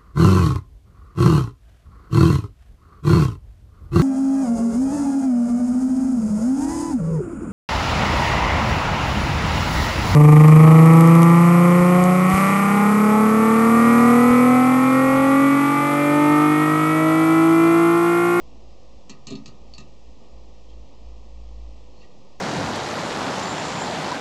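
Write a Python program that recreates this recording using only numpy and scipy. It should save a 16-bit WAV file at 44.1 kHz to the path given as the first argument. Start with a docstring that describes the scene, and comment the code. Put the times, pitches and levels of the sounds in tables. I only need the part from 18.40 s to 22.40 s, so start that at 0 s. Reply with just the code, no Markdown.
"""A small room, one small microphone near a bicycle wheel. A dial tension meter is hooked onto a spoke:
its steel pins click on the spoke, and the wheel answers with a low, ringing knock. Later the meter
scrapes lightly as it is slid off. Underneath lie a swelling low hum, fan noise and the hiss of the
microphone, whose response has a few narrow notches."""
import sys
import numpy as np
from scipy import signal
from scipy.fft import rfft, irfft, next_fast_len
from scipy.io import wavfile
from scipy.ndimage import map_coordinates

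SR = 44100
rng = np.random.default_rng(int(sys.argv[2]) if len(sys.argv) > 2 else 0)


def to_wav(s):
    """Save 16-bit WAV."""
    ch = np.atleast_2d(s).T  # columns
    pcm = np.round(np.clip(ch, -1, 1) * 32767)  # PCM
    wavfile.write(sys.argv[1], SR, pcm.astype(np.int16))


N = 176400

# spectrum of steel meeting steel, in clicks and scrapes alike: f/Hz, level/dB
CONTACT_SPECTRUM = [(300, -23.5), (1100, 2.5), (1900, -4), (2700, 2.5), (3400, -2.5), (4300, 5.5),
                    (5400, -3.5), (6700, -1), (7700, -9.5), (8400, -19.5)]
STEEL_ROOM_DB = -5  # reverberation against the direct sound


def amp(db):
    """Decibels to gain."""
    return 10 ** (np.asarray(db) / 20)


def unit(x):
    """Scale to rms 1."""
    return x / np.sqrt(np.mean(x ** 2) + 1e-20)


def along(points, hz):
    """Interpolate (f/Hz, value) points on a log frequency axis."""
    freqs, values = np.transpose(points)
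    return np.interp(np.log(hz + 1), np.log(freqs + 1), values)


def wobble(rate):
    """A smooth random curve with rate knots a second."""
    return map_coordinates(rng.standard_normal(int(N * rate / SR) + 4), [np.arange(N) * rate / SR])


def filtered(x, response):
    """Filter x by a gain given as a function of f/Hz."""
    size = next_fast_len(len(x) + 8192)
    return irfft(rfft(x, size) * response(np.fft.rfftfreq(size, 1 / SR)), size)[:len(x)]


def noise(spectrum, size):
    """Coloured noise of rms 1."""
    return unit(filtered(rng.standard_normal(size), lambda hz: amp(along(spectrum, hz))))


def tone(hz, db):
    """A sine that follows a frequency curve, at rms level db."""
    return np.sqrt(2) * amp(db) * np.sin(2 * np.pi * np.cumsum(hz) / SR)


def add(track, start, x):
    """Mix x into the track, start seconds in."""
    part = track[round(start * SR):][:len(x)]
    part += x[:len(part)]


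def ring(modes, t):
    """Damped modes whose levels differ a little from blow to blow."""
    scatter_db = rng.standard_normal(len(modes))
    return sum(amp(db + scatter - 60 * t / t60) * np.sin(2 * np.pi * hz * t)
               for (hz, db, t60), scatter in zip(modes, scatter_db))


def room(x):
    """The small room's answer: a short tail in which the treble dies first."""
    # reverberation time: f/Hz, t60/s
    decay = [(150, 0.35), (1000, 0.39), (3000, 0.15), (8000, 0.099)]
    hz, t, spectra = signal.stft(rng.standard_normal(SR // 2), SR, nperseg=256)
    tail = signal.istft(spectra * amp(-60 * t / along(decay, hz)[:, None]), SR, nperseg=256)[1]
    tail *= np.clip(np.arange(len(tail)) / SR / .0062 - .5, 0, 1)  # reflections build from 3 to 9 ms
    return signal.fftconvolve(x, tail / np.linalg.norm(tail))[:len(x)]


def microphone_hiss():
    """The small microphone's own steady noise."""
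    # hiss spectrum: f/Hz, relative level/dB
    spectrum = [(300, -8), (1300, -0.5), (2700, 3), (4000, -0.5), (5500, -1), (7000, -6), (7800, -10.5),
                (8500, -26.5)]
    return amp(-62.5) * noise(spectrum, N)


def fan():
    """A fan in the background: a low rush of air with faint, unsteady tones."""
    # fan tones: f/Hz, level/dB
    lines = [(500.6, -66.5), (544, -67), (4204, -82), (4926, -79.5), (7885, -87.5), (8110, -88)]
    # moving air: f/Hz, relative level/dB
    air = [(20, -10.5), (45, 5), (110, 0.5), (200, 3), (380, -1), (530, -2.5), (750, -4.5), (1200, -11),
           (1900, -39), (4000, -48)]
    whine = sum(tone(hz * (1 + .003 * wobble(40)), db + 2 * wobble(7)) for hz, db in lines)
    return whine + amp(-53 + .89 * wobble(5.35)) * noise(air, N)


def hum():
    """A low hum that swells and fades, drifting slightly in pitch."""
    # course of the hum: t/s, level/dB
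    swells = [(0.0, -63), (0.03, -49), (0.34, -47.5), (0.42, -58), (0.49, -50.5), (0.52, -55), (0.57, -47),
              (0.62, -60), (1.12, -52), (1.15, -60), (1.26, -47.5), (1.6, -54), (1.69, -44.5), (1.85, -59),
              (1.95, -44), (2.23, -50.5), (2.34, -41.5), (2.41, -41.5), (2.52, -57.5), (2.67, -38.5),
              (2.86, -45.5), (2.94, -40), (3.27, -37), (3.41, -46.5), (3.66, -53.5), (3.73, -74),
              (3.85, -61.5), (4.0, -59)]
    level_db = np.interp(np.arange(N) / SR, *np.transpose(swells))
    return tone(hz=54.54 + .8 * wobble(3.5), db=level_db)


def meter_scrapes():
    """The meter slides on the spoke in tiny slips; each scrape favours one resonance of the steel."""
    # light scrapes: centre t/s, half length/s, level/dB, squeak f/Hz
    slides = [(1.349, .008, -53, 4310), (2.301, 0.0078, -58, 3220), (3.58, 0.009, -61.5, 4360),
              (3.609, 0.0064, -60.5, 4340), (3.621, 0.0052, -55, 2730), (3.635, 0.009, -57, 1880)]
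    slips_per_s, squeak_width_hz, squeak_db = 3000, 100, 4
    t, out = np.arange(N) / SR, np.zeros(N)
    for centre, half_length, db, squeak_hz in slides:
        slips = rng.standard_normal(N) * (rng.random(N) < slips_per_s / SR)
        grit = unit(filtered(slips, lambda hz: amp(along(CONTACT_SPECTRUM, hz))))
        squeak = unit(filtered(slips, lambda hz: 1 / (1 + 2j * (hz - squeak_hz) / squeak_width_hz)))
        swell = amp(db) * np.exp(-.5 * ((t - centre) / half_length) ** 2)
        out += unit(grit + amp(squeak_db) * squeak) * swell
    return out + amp(STEEL_ROOM_DB) * room(out)


def wheel_knock(t, db, tilt):
    """The struck spoke sets the wheel's low modes ringing, tilted in dB per octave."""
    # modes of the laced wheel: f/Hz, relative level/dB, t60/s
    modes = [(131, -15, .4), (148, -8, .12), (213, -16, .6), (228, -1, .12), (269, 0, .12), (312, -12, .08),
             (390, -5, .12), (660, -23, .12)]
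    pivot_hz, rise_s = 240, .0059
    tilted = [(hz, level + tilt * np.log2(hz / pivot_hz), t60) for hz, level, t60 in modes]
    return amp(db + 1.5) * ring(tilted, t) * (1 - np.exp(-t / rise_s))


def meter_clicks():
    """Each contact of pin and spoke cracks, rings the pin and the steel, and knocks the wheel."""
    # contacts, levels relative: t/s, tick level/dB, treble shelf/dB, steel ring/dB, pin ring/dB,
    # pin f/Hz, knock level/dB, knock tilt/(dB per octave)
    contacts = [(0.6953, -36.5, 6, -14.5, -7, 4420, -37, -5.5),
                (0.6997, -36.5, 0.5, -7, 4, 4390, -41, -4.5), (0.8694, -36, 7, -4, 3, 4390, -36.5, -8.5),
                (0.8786, -47, -16, -9, 13, 2920, -59, 1.5), (0.884, -39.5, -18, -0.5, 2, 4350, -45.5, 10),
                (0.8935, -59, -5.5, -4, 3, 4050, -52, 1), (0.904, -41.5, 13, -12, -8, 4300, -36.5, 2.5),
                (0.9082, -39.5, -1, -14, 2, 4170, -30.5, 3), (.9160, -48, -1, -12, 8.5, 3650, -35, 7),
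                (.9230, -42.5, -7, 3, 1, 3760, -36.5, 3.5), (.9340, -58.5, -8, -4, -3, 4300, -28.5, -4.5),
                (0.9532, -41.5, -5.5, 0, 11, 4400, -38, -12), (1.0587, -38, 4.5, -8, 0, 4680, -43, -8),
                (1.0785, -43.5, 2.5, -13.5, 1, 4630, -41.5, -13),
                (1.3373, -45.5, -2.5, -4.5, 13, 4550, -68, -4), (1.3807, -37, 3.5, -8, -4, 2650, -41, -11),
                (1.4040, -46, 5, -19, -11, 4400, -45.5, 7.5)]
    # modes of the steel of meter and spoke: f/Hz, relative level/dB, t60/s
    steel_modes = [(1244, -12, .28), (1880, -15, .12), (2410, -14, .1), (2652, -10, .12), (2830, -11, .09),
                   (3770, -8, .07), (4000, -7, .07), (4257, -7, .12), (5300, -11, .07), (6250, -11, .08),
                   (6800, -9, .05), (7520, -11, .05)]
    crack_t60_s, pin_t60_s, pin_beat_hz = .033, .04, 110
    shelf_hz, rise_s, wheel_room_db = 5650, .00031, -11
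    t, out = np.arange(SR // 2) / SR, np.zeros(N)
    for start, db, treble_db, steel_db, pin_db, pin_hz, knock_db, tilt in contacts:
        crack = noise(CONTACT_SPECTRUM, len(t)) * amp(-1.5 - 60 * t / crack_t60_s)
        pin = ring([(pin_hz, pin_db, pin_t60_s), (pin_hz - pin_beat_hz, pin_db - 8, pin_t60_s)], t) / 2
        steel = amp(steel_db) * ring(steel_modes, t)
        tick = filtered(crack + pin + steel, lambda hz: amp(treble_db / (1 + (shelf_hz / (hz + 1)) ** 8)))
        tick *= amp(db) * (1 - np.exp(-t / rise_s))
        knock = wheel_knock(t, knock_db, tilt)
        reverb = room(amp(STEEL_ROOM_DB) * tick + amp(wheel_room_db) * knock)
        add(out, start, tick + knock + reverb)
    return out


def scene():
    """All sources at the one microphone."""
    return (meter_clicks() + meter_scrapes() + hum() + fan() + microphone_hiss())[None]


def record(dry):
    """The microphone adds narrow notches, a steep band limit and a small steady offset."""
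    # notches in the microphone's response: f/Hz, half width/Hz
    notches = [(1410, 110), (1595, 208), (2150, 74), (8000, 87)]
    top_hz, offset = 8750, .0114

    def response(hz):
        """Notches times low-pass."""
        dips = [(f * f - hz * hz) / (f * f - hz * hz + 2j * hz * width) for f, width in notches]
        return np.prod(dips, axis=0) / (1 + (hz / top_hz) ** 120)
    return filtered(dry[0], response)[None] + offset


dry = scene()
out = record(dry)
to_wav(out)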